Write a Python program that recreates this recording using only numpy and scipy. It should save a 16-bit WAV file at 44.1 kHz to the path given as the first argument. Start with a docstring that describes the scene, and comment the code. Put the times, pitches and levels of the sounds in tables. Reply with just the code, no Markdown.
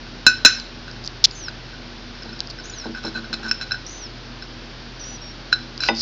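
"""Spoon and china dish on a table

A spoon clinks, trembles and scrapes in a small dish, heard as dying modes excited by contact forces.
Knocks ring a wooden table; dry ticks and scratches close by are short band-limited snaps.
A nestling bird whistles thin, two-voiced peeps; hiss and a wavering hum fill the reflecting room.
The hardest clinks overload the recorder, which clips and band-limits them.
"""
import sys
import numpy as np
from scipy import signal
from scipy.fft import rfft, irfft, next_fast_len
from scipy.io import wavfile

SR = 44100
rng = np.random.default_rng(int(sys.argv[2]) if len(sys.argv) > 2 else 0)


def dump(signal):
    """Clip the signal to [-1, 1] and save it as 16-bit WAV at the path in sys.argv[1]."""
    limited = np.clip(np.atleast_2d(signal).T, -1, 1)
    pcm = np.round(limited * 32767).astype(np.int16)
    wavfile.write(sys.argv[1], SR, pcm)


N = 265085
RING_TIME = np.arange(SR // 2) / SR  # time axis of every ring [s]

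# hum of the room: (frequency [Hz], rms level [dB], unsteadiness [ratio])
HUM_TONES = [(41.3, -43, .035), (97.2, -54.5, .8), (122.3, -47.5, 0.33), (158.5, -58, 0.87),
             (239.5, -48.5, 0.87), (332, -55, 0.8)]
# spectral shape of the hiss: (frequency [Hz], relative level [dB])
HISS_SHAPE = [(15, -11), (30, -15.5), (55, -1.5), (70, -2.5), (100, -1.5), (200, -2), (340, -0.5),
              (450, -5), (1200, -9), (1520, -6), (2000, -10.5), (4600, -8.5), (5500, -12), (7400, -35),
              (9000, -82)]
# decay of the room's reflections: (frequency [Hz], t60 [s])
ROOM_DECAY = [(200, 0.23), (1500, 0.34), (4000, 0.37), (7000, 0.33)]
# whistles of the bird, before the beak and the rasp shape them: (start [s], end [s], top pitch [Hz],
# scoop up to the top [Hz], final fall [Hz], level [dB], opening rasp [ratio])
PEEPS = [(.495, .615, 6680, 0, 2050, -37, .3), (1.315, 1.41, 6810, 0, 300, -39, 0),
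         (1.35, 1.499, 6290, 80, 1580, -34.5, .05), (2.637, 2.805, 6920, 900, 1400, -36.5, .3),
         (2.637, 2.685, 6050, 200, 50, -43, .9), (2.697, 2.708, 5930, 0, 30, -30, 0),
         (2.782, 2.83, 6250, 0, 1200, -38.5, .2), (3.8635, 4.074, 6150, 600, 1150, -37, 1.2),
         (3.88, 4, 6720, 350, 200, -43, .4), (4.994, 5.04, 6080, 0, 500, -37.5, .4),
         (5.035, 5.173, 5920, 400, 200, -37.5, .4), (5.043, 5.15, 6900, 450, 450, -45, .2),
         (5.215, 5.322, 5570, 0, 70, -42, .05)]
# bands of friction noise: dry scratches close by, but the 2630 Hz row belongs to the spoon scraping the dish:
# (start [s], end [s], rms level at start [dB], rms level at end [dB], centre [Hz], width [Hz])
FRICTION_BANDS = [(1.2408, 1.2570, -6, -5, 4430, 2100), (1.05, 1.066, -42, -32, 5000, 1800),
                  (2.4985, 2.513, -28.5, -36.5, 4600, 1204), (5.82, 5.89, -31, -28, 4900, 1000),
                  (5.821, 5.885, -37, -36, 2630, 500), (5.945, 6.014, -36, -20, 4800, 1000)]
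# dry ticks close by: (time [s], peak level [dB])
TICKS = [(.5994, -15.5), (.9134, -26.5), (1.0407, -24), (1.0475, -21.5), (1.076, -10), (1.309, -27),
         (1.312, -20), (2.233, -26), (2.3922, -23), (2.4047, -6), (2.473, -22.5), (5.778, -18)]
# modes of the wooden table: (frequency [Hz], level [dB], t60 [s])
TABLE_MODES = [(226.9, 1.5, 0.31), (251, -17, 0.1), (330.7, 0.5, .2), (380.6, 0, 0.14), (449, 2, 0.073),
               (534.5, -4, 0.072), (665, -10, 0.11), (817, -1.5, 0.087), (888, 3, 0.037), (965, -3, 0.05),
               (1141, -25, .1)]
# knocks on the table: (time [s], level [dB], brightness [dB/octave], wait between rebounds [s])
KNOCKS = [(2.251, -37.5, 1, .032), (2.856, -29.5, 1, .034), (3.046, -28, .5, .025), (3.154, -39, -4, .03),
          (3.3, -41, -5, .03), (3.398, -37, -3, .045), (5.887, -18.5, 11, .0175)]
# a utensil set down with the last knock: (time [s], level [dB])
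SET_DOWN = (5.8868, -12.5)
# modes of that utensil: (frequency [Hz], level [dB], t60 [s])
UTENSIL_MODES = [(1480, -11, 0.13), (2006, -4, 0.08), (1997, -2, 0.045), (2410, -13, .08), (2627, 5, 0.033),
                 (2830, 5, 0.014), (3210, -5, 0.027), (3650, -11, .2), (4980, -7.5, 0.11),
                 (6100, -17, 0.049)]
# modes of the undamped dish, some in close pairs that beat: (frequency [Hz], level [dB], t60 [s])
DISH_MODES = [(1495.6, -3, 0.19), (1547, 0.5, 0.083), (1644, -21.5, 0.1), (2493, -20, 0.18),
              (2596, -13.5, 0.14), (2624, -7, 0.028), (3620, -29.5, 0.11), (4106, -9.5, 0.04),
              (4052, 0.5, 0.07), (4370, -16, 0.14), (4700, -28, .045), (4900, -21.5, 0.041),
              (4990, -15, .06), (5285, 1, 0.073), (5326, -14, .1), (5387, -16, 0.11), (6036, -10.5, 0.11),
              (6114, -13, 0.14), (6890, -16, .13), (7154, -12, 0.093)]
# faint touches of the trembling spoon; the first row stands for a faint dying ring of the dish:
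# (start [s], end [s], middle level [dB], brightness [dB/octave])
FAINT_TOUCHES = [(.02, .06, -36, -5), (.89, .96, -35, -5), (1.69, 1.82, -35, -6), (2.16, 2.4, -39, 0),
                 (2.58, 2.9, -36, -2), (3.52, 3.82, -37, -1)]
# spoon dragged along the dish: (start [s], end [s], level [dB], brightness [dB/octave],
# place of contact in favour of the 4 kHz modes [dB])
SCRAPES = [(2.798, 2.887, -42, -2, 0), (2.945, 2.998, -37.5, -4.5, 1), (3.026, 3.097, -33.5, 1, 2),
           (3.135, 3.203, -32, -5, 7), (3.33, 3.346, -25, 1.6, 9), (3.419, 3.489, -32.5, -5, -1.7),
           (3.475, 3.497, -29.5, 2.8, -3), (3.609, 3.638, -30.5, 1.2, 1), (5.521, 5.541, -21, 3.5, 11),
           (5.8, 5.907, -28.5, .4, 6)]
# spoon striking the dish: (time [s], strength [dB], brightness [dB/octave],
# place of contact in favour of the 4 kHz modes [dB], contact time [s], damping by the resting spoon [dB/s])
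CLINKS = [(.2652, -1, .2, 2.6, .0007, 30), (.4491, 1.5, 1.6, 4, .00045, 185),
          (.4609, -6.5, -1.2, -4.5, .0003, 127), (.8795, -30, -7, 1.5, .001, 500),
          (1.482, -19, -4, 1.5, .0016, 1500), (2.328, -31, -2, -3, .0025, 500),
          (2.947, -24.5, -6.5, -5, .0025, 195), (3.048, -37, 7, -2, .0025, 450),
          (3.156, -18.5, -7, 1.6, .0037, 800), (3.242, -28, -5, -1, .003, 500),
          (3.3287, -23, -.3, 1, .00075, 700), (3.5122, -16.5, 1.2, -6.5, .00055, 850),
          (3.6116, -28, -.8, 1.5, .0006, 400), (3.7088, -19, -5, 5, .002, 600),
          (3.7182, -19, 1, -3, .0009, 650), (3.742, -18, -9.5, 5, .0025, 400),
          (4.4224, -30, 0, -2, .0017, 800), (5.5264, 3, -4, 3.5, .0026, 2400),
          (5.804, -25, 4, -.5, .0013, 900), (5.8355, -19, -3.5, -4, .0005, 1100)]

HISS_DB = -39.5  # rms
# the pitch scoops up, holds, then bends into a steady fall
SCOOP_S, BEND_S, FALL_HZ_PER_S = .025, .011, 17000
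BEAK_HZ, BEAK_WIDTH_HZ = 5450, 1500  # a whistle is loudest as it passes this resonance
# the rasp opens with a push and dies away to a nearly clear tone
RASP_S, CLEAR_ROUGH, RASP_PUSH_DB, PUSH_S = .075, .04, 6, .012
TICK_HZ, TICK_T60_S = 4650, .0035  # of a tick at -10 dB
TICK_HZ_PER_DB, TICK_STRETCH_DB = 20, 14  # weaker ticks are higher, and twice as long per TICK_STRETCH_DB
REBOUND_DB, REBOUND_DULLING_DB = -6, 6.5  # first rebound; dulling of each one, per octave
USUAL_CONTACT_S = .001
CRACK_DB, SECOND_MODES_DB, TOP_MODES_DB = -12, 0, -12  # at the usual contact time
SHARP_CRACK_DB, SHARP_SECOND_DB, SHARP_TOP_DB = 5.5, 3, 6.2  # added by each halving of the contact time
PLACE_TRADE = .8  # share of the gain at 4 kHz that the 5.3 kHz modes lose
TOUCHES_PER_S, TOUCH_SPREAD_DB, TOUCH_PLACE_DB = 30, 2.5, 3
TOUCH_CONTACT_S, TOUCH_DAMPING_DB_PER_S = .002, 600
INPUT_EDGE_HZ, OUTPUT_EDGE_HZ = 7650, 17000  # band limits after each clipping stage


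def amp(db):
    """Definition of the decibel: level to amplitude ratio."""
    return 10 ** (np.asarray(db) / 20)


def evened(x):
    """Normalisation of power: scales to rms 1."""
    return x / np.sqrt(np.mean(x ** 2) + 1e-20)


def read(points, hz):
    """Interpolation of a table along a logarithmic frequency axis."""
    f, value = np.transpose(points)
    return np.interp(np.log(hz + 1), np.log(f + 1), value)


def add(mix, s, sound):
    """Superposition: mixes a sound in at time s."""
    part = mix[round(s * SR):][:len(sound)]
    part += sound[:len(part)]


def wobble(size, hz):
    """Random modulation: Gaussian low-passed noise, its changes mostly slower than hz."""
    span = next_fast_len(max(size, len(RING_TIME)))
    f = np.fft.rfftfreq(span, 1 / SR)
    spectrum = rfft(rng.standard_normal(span)) * np.exp(-(f / hz) ** 2)
    return evened(irfft(spectrum, span))[:size]


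def band(x, hz, width_hz):
    """Band-pass filtering: a broad resonance with steep skirts."""
    low = np.hypot(hz, width_hz / 2) - width_hz / 2  # hz is the geometric centre
    return signal.sosfilt(signal.butter(2, [low, low + width_hz], "bandpass", fs=SR, output="sos"), x)


def ring(modes, colour_db=0):
    """Modal superposition: a struck object rings in dying sines, weighted by colour_db."""
    hz, db, t60 = np.transpose(modes)
    decay = np.exp(-np.log(1000) * RING_TIME / t60[:, None])
    return amp(db + colour_db) @ (decay * np.sin(2 * np.pi * hz[:, None] * RING_TIME))


def background():
    """Stationary noise and modulated tones: hiss and the wavering hum of an appliance."""
    f, t = np.fft.rfftfreq(N, 1 / SR), np.arange(N) / SR
    hiss = irfft(rfft(rng.standard_normal(N)) * amp(read(HISS_SHAPE, f)), N)
    air = amp(HISS_DB) * evened(hiss)
    for hz, db, unsteady in HUM_TONES:
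        sway = 1 + unsteady * (wobble(N, 5) + 1j * wobble(N, 8.3))  # sways level and phase
        tone = (sway * np.exp(2j * np.pi * (hz * t + rng.random()))).real
        air += amp(db) * evened(tone)
    return air


def room(x, early_db=0, early_t60=0.092):
    """Reverberation: strong reflections from things on the table, then the walls, each band at its own decay."""
    arrivals = rng.random(len(RING_TIME)) < 3000 / SR
    taps = rng.choice([-1., 1.], len(RING_TIME)) * arrivals * (RING_TIME > .005)
    taps = taps * (1 + amp(early_db - 60 * RING_TIME / early_t60))
    hz, t, z = signal.stft(taps, SR, nperseg=256)
    tail = signal.istft(z * amp(-60 * t / read(ROOM_DECAY, hz)[:, None]), SR, nperseg=256)[1]
    return signal.fftconvolve(x, tail / np.linalg.norm(tail))[:N]


def peep_pitch(t, top_hz, scoop_hz, fall_hz):
    """Frequency glide: a scoop up to the top, then a rounded bend into a slide that ends fall_hz lower."""
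    bend_hz = FALL_HZ_PER_S * BEND_S
    slide = bend_hz * np.log1p(np.expm1(fall_hz / bend_hz) * np.exp((t - t[-1]) / BEND_S))
    return top_hz - scoop_hz * np.exp(-t / SCOOP_S) - slide


def nestling(jitter=.05, flutter_db=1.0, rough_db=4, attack_s=.002, release_s=.006):
    """Self-sustained oscillation: each side of the syrinx whistles a near sine, which rasps until it steadies."""
    out = np.zeros(N)
    for start, end, top_hz, scoop_hz, fall_hz, db, rasp in PEEPS:
        t = np.arange(0, end - start, 1 / SR)
        hz = peep_pitch(t, top_hz, scoop_hz, fall_hz)
        rough = CLEAR_ROUGH + rasp * np.exp(-t / RASP_S)
        turns = np.cumsum(hz * (1 + jitter * rough * wobble(len(t), 500))) / SR
        beak = 1 / (1 + (2 * (hz - BEAK_HZ) / BEAK_WIDTH_HZ) ** 2)
        push_db = RASP_PUSH_DB * rasp * np.exp(-t / PUSH_S)
        waver_db = (flutter_db + rough_db * rough) * wobble(len(t), 140)
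        level = beak * amp(db + push_db + waver_db)
        gate = np.clip(np.minimum(t / attack_s, (t[-1] - t) / release_s), 0, 1)
        add(out, start, np.sqrt(2) * level * gate * np.sin(2 * np.pi * turns))
    return out


def friction(slips_per_s=2500):
    """Stick-slip friction: dense snaps that stop dead, as dry scratches and one band of the spoon's scrape."""
    out = np.zeros(N)
    for start, end, first_db, last_db, hz, width_hz in FRICTION_BANDS:
        size = max(round((end - start) * SR), 200)
        slips = rng.choice([-1, 1], size) * (rng.random(size) < slips_per_s / SR)
        scale = amp(np.linspace(first_db, last_db, size)) / (band(slips, hz, width_hz).std() + 1e-9)
        add(out, start, band(np.pad(slips * scale, (0, size)), hz, width_hz))
    return out


def ticks(width_hz=3600):
    """Impulse response: snaps of a few cycles; the strong ones are lower and shorter."""
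    out = np.zeros(N)
    for s, db in TICKS:
        weaker_db = -10 - db
        hz = TICK_HZ + TICK_HZ_PER_DB * weaker_db
        t60 = TICK_T60_S * 2 ** (weaker_db / TICK_STRETCH_DB)
        snap = band(ring([(hz, 0, t60)]), hz, width_hz)
        add(out, s, amp(db) * snap / abs(snap).max())
    return out


def knocks(thud_db=-1, thud_t60=0.075, settling=1.5, count=3):
    """Impact and rebound: low table modes and a dull thud answer each contact; a utensil rings on the last knock."""
    out = np.zeros(N)
    octaves = np.log2(np.transpose(TABLE_MODES)[0] / 500)
    rise = 1 - np.exp(-RING_TIME / 0.0027)
    for s, db, brightness, wait in KNOCKS:
        for k in range(count):  # the knock, then its rebounds
            noise = rng.standard_normal(len(RING_TIME))
            thud = evened(band(noise, 520, 700)) * amp(thud_db - 60 * RING_TIME / thud_t60)
            wood = ring(TABLE_MODES, (brightness - k * REBOUND_DULLING_DB) * octaves)
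            add(out, s + k * wait, amp(db + REBOUND_DB * k ** settling) * (wood + thud) * rise)
    set_down_s, set_down_db = SET_DOWN
    utensil = ring(UTENSIL_MODES) * (1 - np.exp(-RING_TIME / 0.00045))
    add(out, set_down_s, amp(set_down_db) * utensil)
    return out


def sharpness(contact):
    """Contact time and bandwidth: counts halvings of the usual contact time."""
    return np.log2(USUAL_CONTACT_S / contact)


def dish_ring(brightness, place_db, damping, contact, grip=0.49):
    """Modal excitation: place picks modes, slow contact loses upper ones, a resting spoon damps."""
    hz, db, t60 = np.transpose(DISH_MODES)
    second_db = SECOND_MODES_DB + SHARP_SECOND_DB * sharpness(contact)
    high_db = -PLACE_TRADE * place_db
    top_db = place_db + TOP_MODES_DB + SHARP_TOP_DB * sharpness(contact)
    # mode weights: (frequency [Hz], level [dB])
    weights = [(1750, 0), (2350, second_db), (2800, second_db), (3850, place_db), (4150, place_db),
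               (4400, 0), (4900, 0), (5200, high_db), (5500, high_db), (5900, top_db)]
    # the low modes are damped most
    damped_t60 = 60 / (60 / t60 + damping * (hz[0] / hz) ** grip)
    colour_db = read(weights, hz) + brightness * np.log2(hz / hz[0])
    return ring(np.transpose([hz, db, damped_t60]), colour_db)


def blow(db, brightness, place_db, contact, damping,
         crack_t60=0.028, crack_hz=3000, crack_width_hz=3900, push_db=-30):
    """Impact of finite duration: a crack, the dish's ring and a small push into the table build over the contact."""
    crack_db = CRACK_DB + SHARP_CRACK_DB * sharpness(contact)
    noise = band(rng.standard_normal(len(RING_TIME)), crack_hz, crack_width_hz)
    crack = evened(noise) * amp(crack_db - 60 * RING_TIME / crack_t60)
    push = amp(push_db) * ring(TABLE_MODES) * amp(-250 * RING_TIME)
    sound = dish_ring(brightness, place_db, damping, contact) + (crack + push) * amp(-damping * RING_TIME)
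    return amp(db) * sound * (1 - np.exp(-(RING_TIME / contact) ** 2))


def faint_touches():
    """Repeated light impact: weak blows at uneven times, each on another place; the first few stand for a dying ring."""
    out = np.zeros(N)
    for start, end, db, brightness in FAINT_TOUCHES:
        for s in np.arange(start, end, 1 / TOUCHES_PER_S):
            strength, place = rng.standard_normal(2)
            touch = blow(db + TOUCH_SPREAD_DB * strength, brightness, TOUCH_PLACE_DB * place,
                         TOUCH_CONTACT_S, TOUCH_DAMPING_DB_PER_S)
            add(out, s + rng.uniform(-.5, .5) / TOUCHES_PER_S, touch)
    return out


def scrapes(slips_per_s=1500, damping=300, contact=.0035, grit_db=-21):
    """Stick-slip excitation of a resonator: uneven slips of the spoon keep the lightly damped dish ringing."""
    out = np.zeros(N)
    for start, end, db, brightness, place_db in SCRAPES:
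        size = max(round((end - start) * SR), 200)
        slips = rng.standard_normal(size) * (rng.random(size) < slips_per_s / SR)
        slips = slips * signal.windows.tukey(size, .5)
        sound = evened(signal.fftconvolve(slips, dish_ring(brightness, place_db, damping, contact)))
        grit = band(np.pad(slips, (0, len(RING_TIME) - 1)), 2500, 1700)
        sound += amp(grit_db) * evened(grit)
        add(out, start, amp(db) * sound * np.sqrt(size / len(sound)))  # level refers to the drag's length
    return out


def clinks():
    """Impact excitation: the distinct blows of the spoon on the dish."""
    out = np.zeros(N)
    for s, *stroke in CLINKS:
        add(out, s, blow(*stroke))
    return out


def scene(wet_db=-13, close_wet_db=-34):
    """Direct and reverberant sound: the tableware excites the room; the close sounds stay nearly dry."""
    air = background()
    close = nestling() + friction() + ticks()
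    ware = knocks() + faint_touches() + scrapes() + clinks()
    reflected = room(amp(wet_db) * ware + amp(close_wet_db) * close)
    return (ware + close + reflected + air)[None]


def low_pass(x, hz):
    """Band limitation: a steep linear-phase filter."""
    return signal.oaconvolve(x, signal.firwin(201, hz, window=("kaiser", 9), fs=SR)[None], "same")


def record(dry, mic_top_hz=7000, input_limit=0.9, output_limit=1.0):
    """Overload: a dull microphone, a clipping narrow-band input; peaks that overshoot its filter clip again."""
    dulled = signal.sosfilt(signal.butter(5, mic_top_hz, fs=SR, output="sos"), dry)
    narrow = low_pass(np.clip(dulled, -input_limit, input_limit), INPUT_EDGE_HZ)
    return low_pass(np.clip(narrow, -output_limit, output_limit), OUTPUT_EDGE_HZ)


dry = scene()
out = record(dry)
dump(out)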